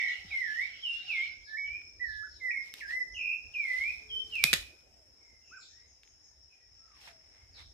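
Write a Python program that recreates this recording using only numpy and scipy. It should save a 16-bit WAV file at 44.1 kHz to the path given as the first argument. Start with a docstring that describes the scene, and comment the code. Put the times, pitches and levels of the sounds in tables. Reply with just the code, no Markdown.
"""Dense woodland. A thrush sings twelve slurred and trilled whistles; the trunks scatter each note
into a short tail. Someone shifts on the leaf litter, and a dry twig snaps twice close to the
microphone. Other birds call farther off, insects whine near 5 kHz and a cricket chirps,
over soft hiss, the hush of far leaves and a low rumble."""
import sys
import numpy as np
from scipy import signal
from scipy.fft import rfft, irfft, next_fast_len
from scipy.io import wavfile
from scipy.ndimage import uniform_filter1d, map_coordinates

SR = 44100
rng = np.random.default_rng(int(sys.argv[2]) if len(sys.argv) > 2 else 0)


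def waveform_to_disk(signal):
    """Save audio, clipped to [-1, 1], as 16-bit WAV at the path in sys.argv[1]."""
    frames = np.transpose(np.atleast_2d(signal))
    scaled = np.clip(frames, -1, 1) * 32767
    samples = np.round(scaled).astype(np.int16)
    wavfile.write(sys.argv[1], SR, samples)


N = 340893


def thrush(lag_s=.00042):
    """The song reaches the left port first; each note finds its own paths through the trees."""
    # One list a note, of one or two slurs. Each row: start, bend in and bend out in seconds,
    # start, turn, end pitch and opening flick in Hz, relative level and swell in dB.
    whistles = [
        [(.303, .09, .025, 2290, 2070, 2010, 520, -31, -4), (.415, .085, .152, 2010, 1715, 2400, 0, -30.5, 0)],
        [(.815, .08, .075, 3400, 2778, 2795, 0, -31.5, -2)],
        [(1.07, .12, .065, 3050, 2110, 2440, 0, -31, 1)],
        [(1.46, .065, .045, 1624, 1755, 1840, 0, -37, 11), (1.572, .05, .158, 2235, 2250, 2470, 0, -36, 0)],
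        [(1.992, .135, .14, 2150, 1712, 1700, -450, -33, -2)],
        [(2.398, .045, .063, 2050, 2035, 1885, 300, -33, 12), (2.508, .055, .03, 2330, 2160, 2115, 330, -33, 5)],
        [(2.798, .055, .037, 1900, 1612, 1750, 1400, -33, -3), (2.89, .075, .07, 1760, 2036, 1950, 0, -31, 1)],
        [(3.533, .03, .057, 2440, 2410, 2300, 950, -31, 0), (3.62, .1, .19, 2306, 2000, 2590, 0, -32, 3)],
        [(4.085, .045, .095, 3460, 3080, 3150, 0, -30.5, 4)],
        [(4.31, .125, .01, 3120, 2280, 2280, 0, -32, 1), (4.425, .052, .032, 2280, 2498, 2494, 0, -29.5, 2)],
    ]
    # Trilled notes. Each row: trill rate in Hz, then the columns of a slur.
    trills = [(42.8, -.047, .147, .032, 2200, 2085, 2130, 0, -30, -4),
              (45.7, 3.135, .085, .135, 3180, 2595, 2575, 0, -34, 9)]
    song = np.zeros((2, N))
    flutter = .0042 * wobble(150)
    blur_rad = .4 * wobble(900)  # phase jitter of the overtones
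    notes = [(slurs[0][0], note(slurs, flutter, blur_rad)) for slurs in whistles]
    notes += [(row[0], note([row], flutter, blur_rad, trill_hz)) for trill_hz, *row in trills]
    for s, tone in notes:
        voice = np.pad(tone, (0, SR // 2))[None]
        direct = filtered(voice, lambda hz: np.exp(1j * np.pi * hz * lag_s * np.array([[1], [-1]])))
        add(song, s, amp(-4.8) * direct + amp(-3.3) * woods(voice, early_db=7.5, early_t60_s=.14))
    return song


def note(slurs, flutter, blur_rad, trill_hz=0, swing_hz=160, throb_db=3, attack_s=.03, release_s=.018):
    """A near-pure tone glides through its slurs; a trill swings the pitch, loudest at each dip."""
    # Overtone strength. Each row: frequency in Hz, level in dB re the fundamental.
    overtone_db = [(3400, -48), (5000, -48), (6600, -40), (7500, -54), (8400, -38), (9300, -49),
                   (11300, -56), (12300, -40), (13100, -62)]
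    # The voice is strongest mid-range. Each row: pitch in Hz, gain in dB.
    voice_db = [(1600, -9), (1750, -7), (2000, 0), (2400, 0), (2800, 0), (3100, -2.5), (3400, -10)]
    start_s, end_s = slurs[0][0], sum(slurs[-1][:3])
    t = np.arange(int((end_s - start_s) * SR)) / SR
    controls = np.zeros((2, len(t)))
    for s, *shape in slurs:
        begun = t >= s - start_s
        controls[:, begun] = slur(t[begun] - (s - start_s), *shape)
    hz, db = uniform_filter1d(controls, size=300)
    swing = np.sin(2 * np.pi * trill_hz * t)
    envelope = np.minimum(t / attack_s, 1) * np.minimum((t[-1] - t) / release_s, 1)
    envelope *= amp(db + along(voice_db, hz) - throb_db * swing)
    hz = hz * (1 + flutter[:len(t)]) + swing_hz * swing
    phase = 2 * np.pi * np.cumsum(hz) / SR
    tone = np.sin(phase)
    for k in range(2, 8):
        gain = amp(along(overtone_db, k * hz)) * (k * hz < SR / 2)
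        tone += gain * np.sin(k * phase + blur_rad[:len(t)])
    return np.sqrt(2) * envelope * tone


def slur(age_s, in_s, out_s, start_hz, turn_hz, end_hz, flick_hz, db, swell_db, flick_s=.009):
    """Pitch and level of a slur: a flick, then near-parabolic bends into a turning pitch and out."""
    bend_in = np.clip(1 - age_s / in_s, 0, 1) ** 1.9
    bend_out = np.clip((age_s - in_s) / out_s, 0, 1) ** 1.9
    hz = turn_hz + (start_hz - turn_hz) * bend_in + (end_hz - turn_hz) * bend_out
    hz += flick_hz * np.exp(-age_s / flick_s)
    return hz, db + swell_db * (age_s / (in_s + out_s) - .5)


def twigs(thud_t60_s=.077):
    """Each fracture is a sharp release and milliseconds of tearing fibres; the step thuds on the soil."""
    # Fractures and ticks. Each row: start in seconds, relative level in dB, t60 in seconds, treble in dB.
    snaps = [(1.817, -45, 0.0058, -21), (2.7397, -35.5, 0.012, 6), (2.906, -40, .02, -15),
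             (3.5558, -45, 0.0047, -15), (4.355, -44, .004, 10), (4.4398, -8, 0.0093, 5.5),
             (4.5308, -11, 0.022, -2.5), (4.537, -15, 0.021, 2), (4.768, -62, 0.0032, -3),
             (4.807, -55.5, 0.005, -9), (6.034, -47.5, 0.0063, -10), (6.051, -54, .005, -13),
             (6.076, -53, 0.0052, -9), (7.074, -49, 0.0088, -19)]
    # Twig spectrum. Each row: frequency in Hz, density in dB.
    twig_spectrum = [(100, -25.5), (250, -14), (520, -14.5), (900, -21), (1300, -11.5), (2200, 1.5),
                     (3050, -4), (3600, 0), (4300, -3.5), (5900, -11.5), (8300, -12.5), (9700, -18.5),
                     (11200, -13), (15000, -23.5)]
    # Soil and wood knocked by a step. Each row: start in seconds, settled pitch in Hz, level in dB.
    thuds = [(0.248, 158, -49.5), (4.446, 137, -34.5), (4.533, 150, -34.5), (7.074, 700, -53)]
    cracks, soil = np.zeros((2, N)), np.zeros((2, N))
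    t = np.arange(SR // 8) / SR
    wood = impulse(twig_spectrum)
    for s, db, t60_s, treble_db in snaps:
        fibres = .5 * rng.standard_normal(len(t)) + .91 * rng.standard_normal((2, len(t)))
        fibres *= amp(-60 * t / t60_s)
        fibres[[0, 1], [0, 3]] = 5  # the release reaches the left port 3 samples early
        crack = signal.fftconvolve(fibres, wood[None], axes=1)
        crack = filtered(crack, lambda hz: amp(along([(2500, .004), (9000, treble_db)], hz)))
        add(cracks, s, amp(db - 2) * crack)
    for s, hz, db in thuds:
        phase = 2 * np.pi * hz * t * (1 + .5 * np.exp(-t / .015))
        add(soil, s, amp(db - 60 * t / thud_t60_s) * np.sin(phase))
    return cracks + soil + amp(-8.5) * woods(cracks, early_db=23.5, early_t60_s=.22)


def litter():
    """Dry leaves crackle under shifting weight, and a foot scuffs through them."""
    # Spectra of leaves and sole. 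Each row: frequency in Hz, density in dB.
    leaf_spectrum = [(300, -9), (1500, 1), (3000, 8), (4500, 7.5), (7000, -3), (10000, -9), (15000, -11.5)]
    sole_spectrum = [(300, -20), (700, -2), (1100, -6), (2100, 3), (3200, -8), (5000, -13.5), (9000, -21),
                     (15000, -38)]
    # Weight shifts and foot strokes. Each row: peak time and half-width in seconds, level in dB.
    rustles = [(.3, .4, -67), (.61, .06, -60), (2.67, .04, -59), (2.79, .035, -53), (2.92, .04, -55),
               (3.8, .17, -53), (4.35, .08, -60), (4.54, .11, -46.5), (7.055, .06, -56.5), (7.6, .04, -66)]
    scuffs = [(2.91, .03, -57), (7.02, .12, -64.5), (7.085, .025, -54), (7.36, .14, -69), (7.6, .04, -58)]
    crackle = unit(rush(leaf_spectrum, patchy_db=1.5) * amp(2.8 * wobble(700)))
    scuff = unit(rush(sole_spectrum, patchy_db=1.5) * amp(2.5 * wobble(300)))
    return swells(rustles) * crackle + swells(scuffs) * scuff


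def other_birds():
    """The farther the caller, the more of it arrives as scatter."""
    # Whistlers. Each row: start and length in seconds, start, middle, end pitch in Hz, relative dB.
    near_calls = [(2.222, 0.062, 1110, 1540, 1300, -48), (3.1, 0.1, 5300, 6100, 6900, -57.5),
                  (5.508, .09, 1105, 1562, 1090, -48)]
    far_calls = [ (.06, .06, 5870, 6270, 6740, -57), (1.63, .05, 2600, 2940, 3220, -52.5),
                 (3.97, .39, 445.5, 426.6, 459, -58), (4.8, .33, 830, 676, 451, -67.5),
                 (5.15, .26, 2284, 2105, 2060, -64.5), (5.41, .23, 2880, 2510, 2420, -61),
                 (5.56, .089, 7100, 7220, 7250, -59), (5.66, .23, 1544, 1951, 2180, -66),
                 (6.23, .12, 1802, 1774, 1770, -78), (6.49, .063, 2550, 2455, 2350, -61),
                 (6.55, .11, 1950, 1920, 1900, -72), (6.78, .22, 1320, 1255, 914, -63),
                 (6.96, .26, 950, 699, 649, -62), (7.3, .17, 1957, 2127, 2220, -67)]
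    # One bird's hoarse falling call. Each row: start and length in seconds, relative level in dB.
    downslurs = [(1.43, .089, -55), (2.01, .18, -57), (2.26, .17, -61.5), (5.59, .073, -52.5),
                 (7.52, .09, -51)]
    # Its start, middle and end pitch in Hz.
    downslur_hz = (5350, 4150, 3350)
    # A small bird's run of thin notes: starts in seconds.
    tsip_starts_s = [5.44, 5.64, 5.84, 6.02, 6.2]
    falling = [(s, length_s, *downslur_hz, db) for s, length_s, db in downslurs]
    tsips = [(s, .1, 6580, 6380, 6130, -62.3) for s in tsip_starts_s]
    near = calls(near_calls, rough=.03)
    far = calls(far_calls + falling + tsips, rough=.085)
    return near + amp(-11) * far + woods(amp(-2.5) * near + far, early_db=-4.5, early_t60_s=.25)


def calls(rows, rough):
    """Short whistles, each gliding through three pitches; high, steep ones are hoarser."""
    track, flutter = np.zeros((1, N)), rough * wobble(900)
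    for s, length_s, start_hz, middle_hz, end_hz, db in rows:
        progress = np.linspace(0, 1, int(length_s * SR))
        hz = np.polyval(np.polyfit([0, .5, 1], [start_hz, middle_hz, end_hz], 2), progress)
        hoarseness = np.clip((start_hz - end_hz) ** 2 / 1800 ** 2 + min(middle_hz, 2500) / 5000, 0, 1)
        hz *= 1 + hoarseness * np.roll(flutter, -int(s * SR))[:len(hz)]
        add(track, s, amp(db) * np.sin(np.pi * progress) * np.sin(2 * np.pi * np.cumsum(hz) / SR))
    return track


def chatter():
    """A distant bird's harsh chatter: flickering noise that stops early on."""
    # Loudness contour. Each row: time in seconds, relative level in dB.
    rasp_db = [(0, -44), (.3, -53), (.6, -51.5), (.8, -54.5), (1, -48), (1.25, -46), (1.36, -61.5),
               (1.45, -72)]
    # Chatter spectrum. Each row: frequency in Hz, density in dB.
    rasp_spectrum = [(600, -36.5), (770, -7.5), (950, -35.5), (1250, -19.5), (1500, -7.5), (1800, -12.5),
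                     (2300, -1.5), (2600, -3), (3000, 4.5), (3350, -1.5), (3750, -2.5), (4600, -8.5),
                     (6500, -20), (9000, -37.5)]
    rasp = amp(curve(rasp_db) - 1 + 1.6 * wobble(20)) * rush(rasp_spectrum, patchy_db=4)
    return rasp * (np.arange(N) / SR < rasp_db[-1][0])


def insects():
    """Many wings blur into one narrow, slowly swelling whine."""
    # Loudness contour. Each row: time in seconds, relative level in dB.
    whine_db = [(0, -58.5), (.9, -61), (2, -62), (3.2, -60), (3.8, -60.5), (4.3, -59), (5, -67.5),
                (5.6, -59.5), (6.1, -67), (6.8, -63.5), (7.4, -64), (7.73, -61)]
    # Whine spectrum. Each row: frequency in Hz, density in dB.
    whine_spectrum = [(4300, -50.5), (4900, -14.5), (5150, -2), (5400, 1), (5560, -3), (5720, -19),
                      (6800, -19), (7400, -47.5), (9000, -46)]
    return amp(curve(whine_db) + 2 + .8 * wobble(9)) * rush(whine_spectrum, patchy_db=2)


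def cricket(period_s=.131, chirp_hz=5100, length_s=.045):
    """A nearer insect repeats a short, slightly rising chirp."""
    # Chirp runs. Each row: centre of the first chirp in seconds, chirp count, level in dB.
    runs = [(.93, 6, -56), (2.36, 3, -57.5), (2.88, 2, -55)]
    track, t = np.zeros((1, N)), np.arange(int(length_s * SR)) / SR
    phase = 2 * np.pi * chirp_hz * t * (1 + .0049 * (t / length_s - 1))
    chirp = np.sin(np.pi * t / length_s) * np.sin(phase)
    for s, count, db in runs:
        for k in range(round(count)):
            add(track, s + k * period_s - length_s / 2, amp(db) * chirp)
    return track + amp(-1.5) * woods(track, early_db=3.5, early_t60_s=.2)


def air(rumble_floor_db=-71.5, canopy_db=-77):
    """Soft forest hiss and the steady hush of far leaves over a low, surging rumble."""
    # Spectra of the three layers. Each row: frequency in Hz, density in dB.
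    rumble_spectrum = [(15, -35.5), (28, -17.5), (42, -4), (65, 3), (95, -4), (120, -12), (170, -28.5),
                       (300, -61.5)]
    hiss_spectrum = [(40, -8.5), (130, -1.5), (350, 2), (700, -3), (1100, -12.5), (2200, -13), (3500, -18),
                     (5500, -20.5), (8000, -17), (15000, -26)]
    canopy_spectrum = [(300, -18), (700, -1), (1100, -5), (2100, 0), (3200, -5.5), (4500, -9), (6000, -14),
                       (15000, -32)]
    # Rumble swells. Each row: peak time and half-width in seconds, level in dB.
    surges = [(.25, .3, -64), (1.4, .06, -64), (1.72, .07, -58), (2.18, .22, -59), (3.12, .06, -58.5),
              (3.47, .04, -50.5), (4.1, .35, -64), (4.54, .11, -51.5), (7.62, .24, -59.5)]
    # Hiss contour. Each row: time in seconds, level in dB.
    hiss_db = [(0, -68), (.9, -73.5), (2.2, -72.5), (2.9, -68), (3.7, -73), (4.45, -64), (4.9, -71.5),
               (5.5, -75), (6.7, -78), (7.73, -72)]
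    rumble_gain = np.hypot(amp(rumble_floor_db), swells(surges)) * amp(wobble(10))
    rumble = rumble_gain * rush(rumble_spectrum, patchy_db=2.5)
    hiss = amp(curve(hiss_db)) * rush(hiss_spectrum, patchy_db=3)
    return rumble + hiss + amp(canopy_db) * rush(canopy_spectrum, patchy_db=2.5)


def woods(x, early_db, early_t60_s, onset_s=.0046):
    """Scatter from the trunks: a quick burst from the near ones, a longer tail from the rest."""
    # Tail decay. Each row: frequency in Hz, t60 in seconds.
    tail_t60_s = [(150, .25), (1000, 0.14), (2200, 0.58), (5000, 0.5), (12000, 0.43)]
    hz, t, bins = signal.stft(rng.standard_normal((2, SR)), SR, nperseg=256)
    decay = amp(-60 * t / along(tail_t60_s, hz)[:, None]) + amp(early_db - 60 * t / early_t60_s)
    decay *= 1 - np.exp(-t / onset_s)
    tail = signal.istft(bins * decay, SR, nperseg=256)[1]
    return signal.fftconvolve(x, tail / np.linalg.norm(tail[0]), axes=1)[:, :x.shape[-1]]


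def rush(spectrum, patchy_db):
    """Stereo noise of rms 1 with patches of random gain."""
    # Stereo likeness. Each row: frequency in Hz, left-right correlation.
    likeness = [(60, .88), (300, 0.67), (700, 0.27), (1400, -0.089), (4000, -0.19), (7000, 0), (15000, 0)]
    bins = signal.stft(rng.standard_normal((2, N)), nperseg=512)[2]
    patches = uniform_filter1d(rng.standard_normal(bins.shape[1:]), size=4, axis=0)
    patches = uniform_filter1d(patches, size=12, axis=1)
    pair = signal.istft(bins * amp(patchy_db * unit(patches)), nperseg=512)[1][:, :N]

    def mid_side_gains(hz):
        angle = np.arccos(np.clip(along(likeness, hz), -1, 1)) / 2
        return amp(along(spectrum, hz)) * [np.cos(angle), np.sin(angle)]

    mid, side = filtered(pair, mid_side_gains)
    return unit(np.array([mid + side, mid - side]))


def swells(rows, power=1.6):
    """Gain over time of swells that rise and die away; power 1 is a cusp, 2 a bell."""
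    t = np.arange(N) / SR
    return sum(amp(db) * np.exp(-np.abs((t - s) / width_s) ** power) for s, width_s, db in rows)


def amp(db):
    """Decibels to gain."""
    return 10 ** (np.asarray(db) / 20)


def unit(x):
    """Scale to rms 1."""
    return x / np.sqrt(np.mean(x ** 2) + 1e-20)


def along(points, hz):
    """Interpolate (Hz, value) points on a log axis."""
    knots_hz, values = np.transpose(points)
    return np.interp(np.log(hz + 1), np.log(knots_hz + 1), values)


def curve(points):
    """Interpolate (seconds, value) points at every sample."""
    return np.interp(np.arange(N) / SR, *np.transpose(points))


def wobble(rate_hz):
    """A smooth random curve, rate_hz knots a second."""
    knots = rng.standard_normal(int(N * rate_hz / SR) + 4)
    return map_coordinates(knots, [np.arange(N) * rate_hz / SR])


def filtered(x, response):
    """Filter x by a response given as a function of Hz."""
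    size = next_fast_len(x.shape[-1] + SR // 4)
    return irfft(rfft(x, size) * response(np.fft.rfftfreq(size, 1 / SR)), size)[..., :x.shape[-1]]


def impulse(spectrum, size=1024):
    """The causal impulse response of a spectrum, energy 1."""
    cepstrum = irfft(np.log(amp(along(spectrum, np.fft.rfftfreq(size, 1 / SR)))))
    causal = 2 * cepstrum[:size // 2] * (np.arange(size // 2) > 0)
    response = irfft(np.exp(rfft(causal, size)))
    return response / np.linalg.norm(response)


def add(track, s, sound):
    """Mix a sound in at s seconds; it may already be under way at time 0."""
    start = round(s * SR)
    sound = sound[..., max(-start, 0):]
    part = track[:, max(start, 0):][:, :sound.shape[-1]]
    part += sound[..., :part.shape[-1]]


def scene():
    """Everything heard from among the trees."""
    return thrush() + other_birds() + chatter() + twigs() + litter() + insects() + cricket() + air()


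def record(dry, ceiling=.85, top_hz=15450):
    """The two microphone ports differ in colour, the loudest crack clips, a band limit cuts the top."""
    # Port mismatch. Each row: frequency in Hz, left minus right in dB.
    ports_db = [(60, -3), (350, 0), (750, 0), (1300, -1), (1900, -6), (2350, -3.5), (2750, -4), (3150, -1),
                (4000, -3), (5300, 3.5), (8000, 7), (15000, 2.5)]
    coloured = filtered(dry, lambda hz: amp(along(ports_db, hz) * np.array([[.5], [-.5]])))
    clipped = np.clip(coloured, -ceiling, ceiling)
    return filtered(clipped, lambda hz: 1 / (1 + (hz / top_hz) ** 120))


dry = scene()
out = record(dry)
waveform_to_disk(out)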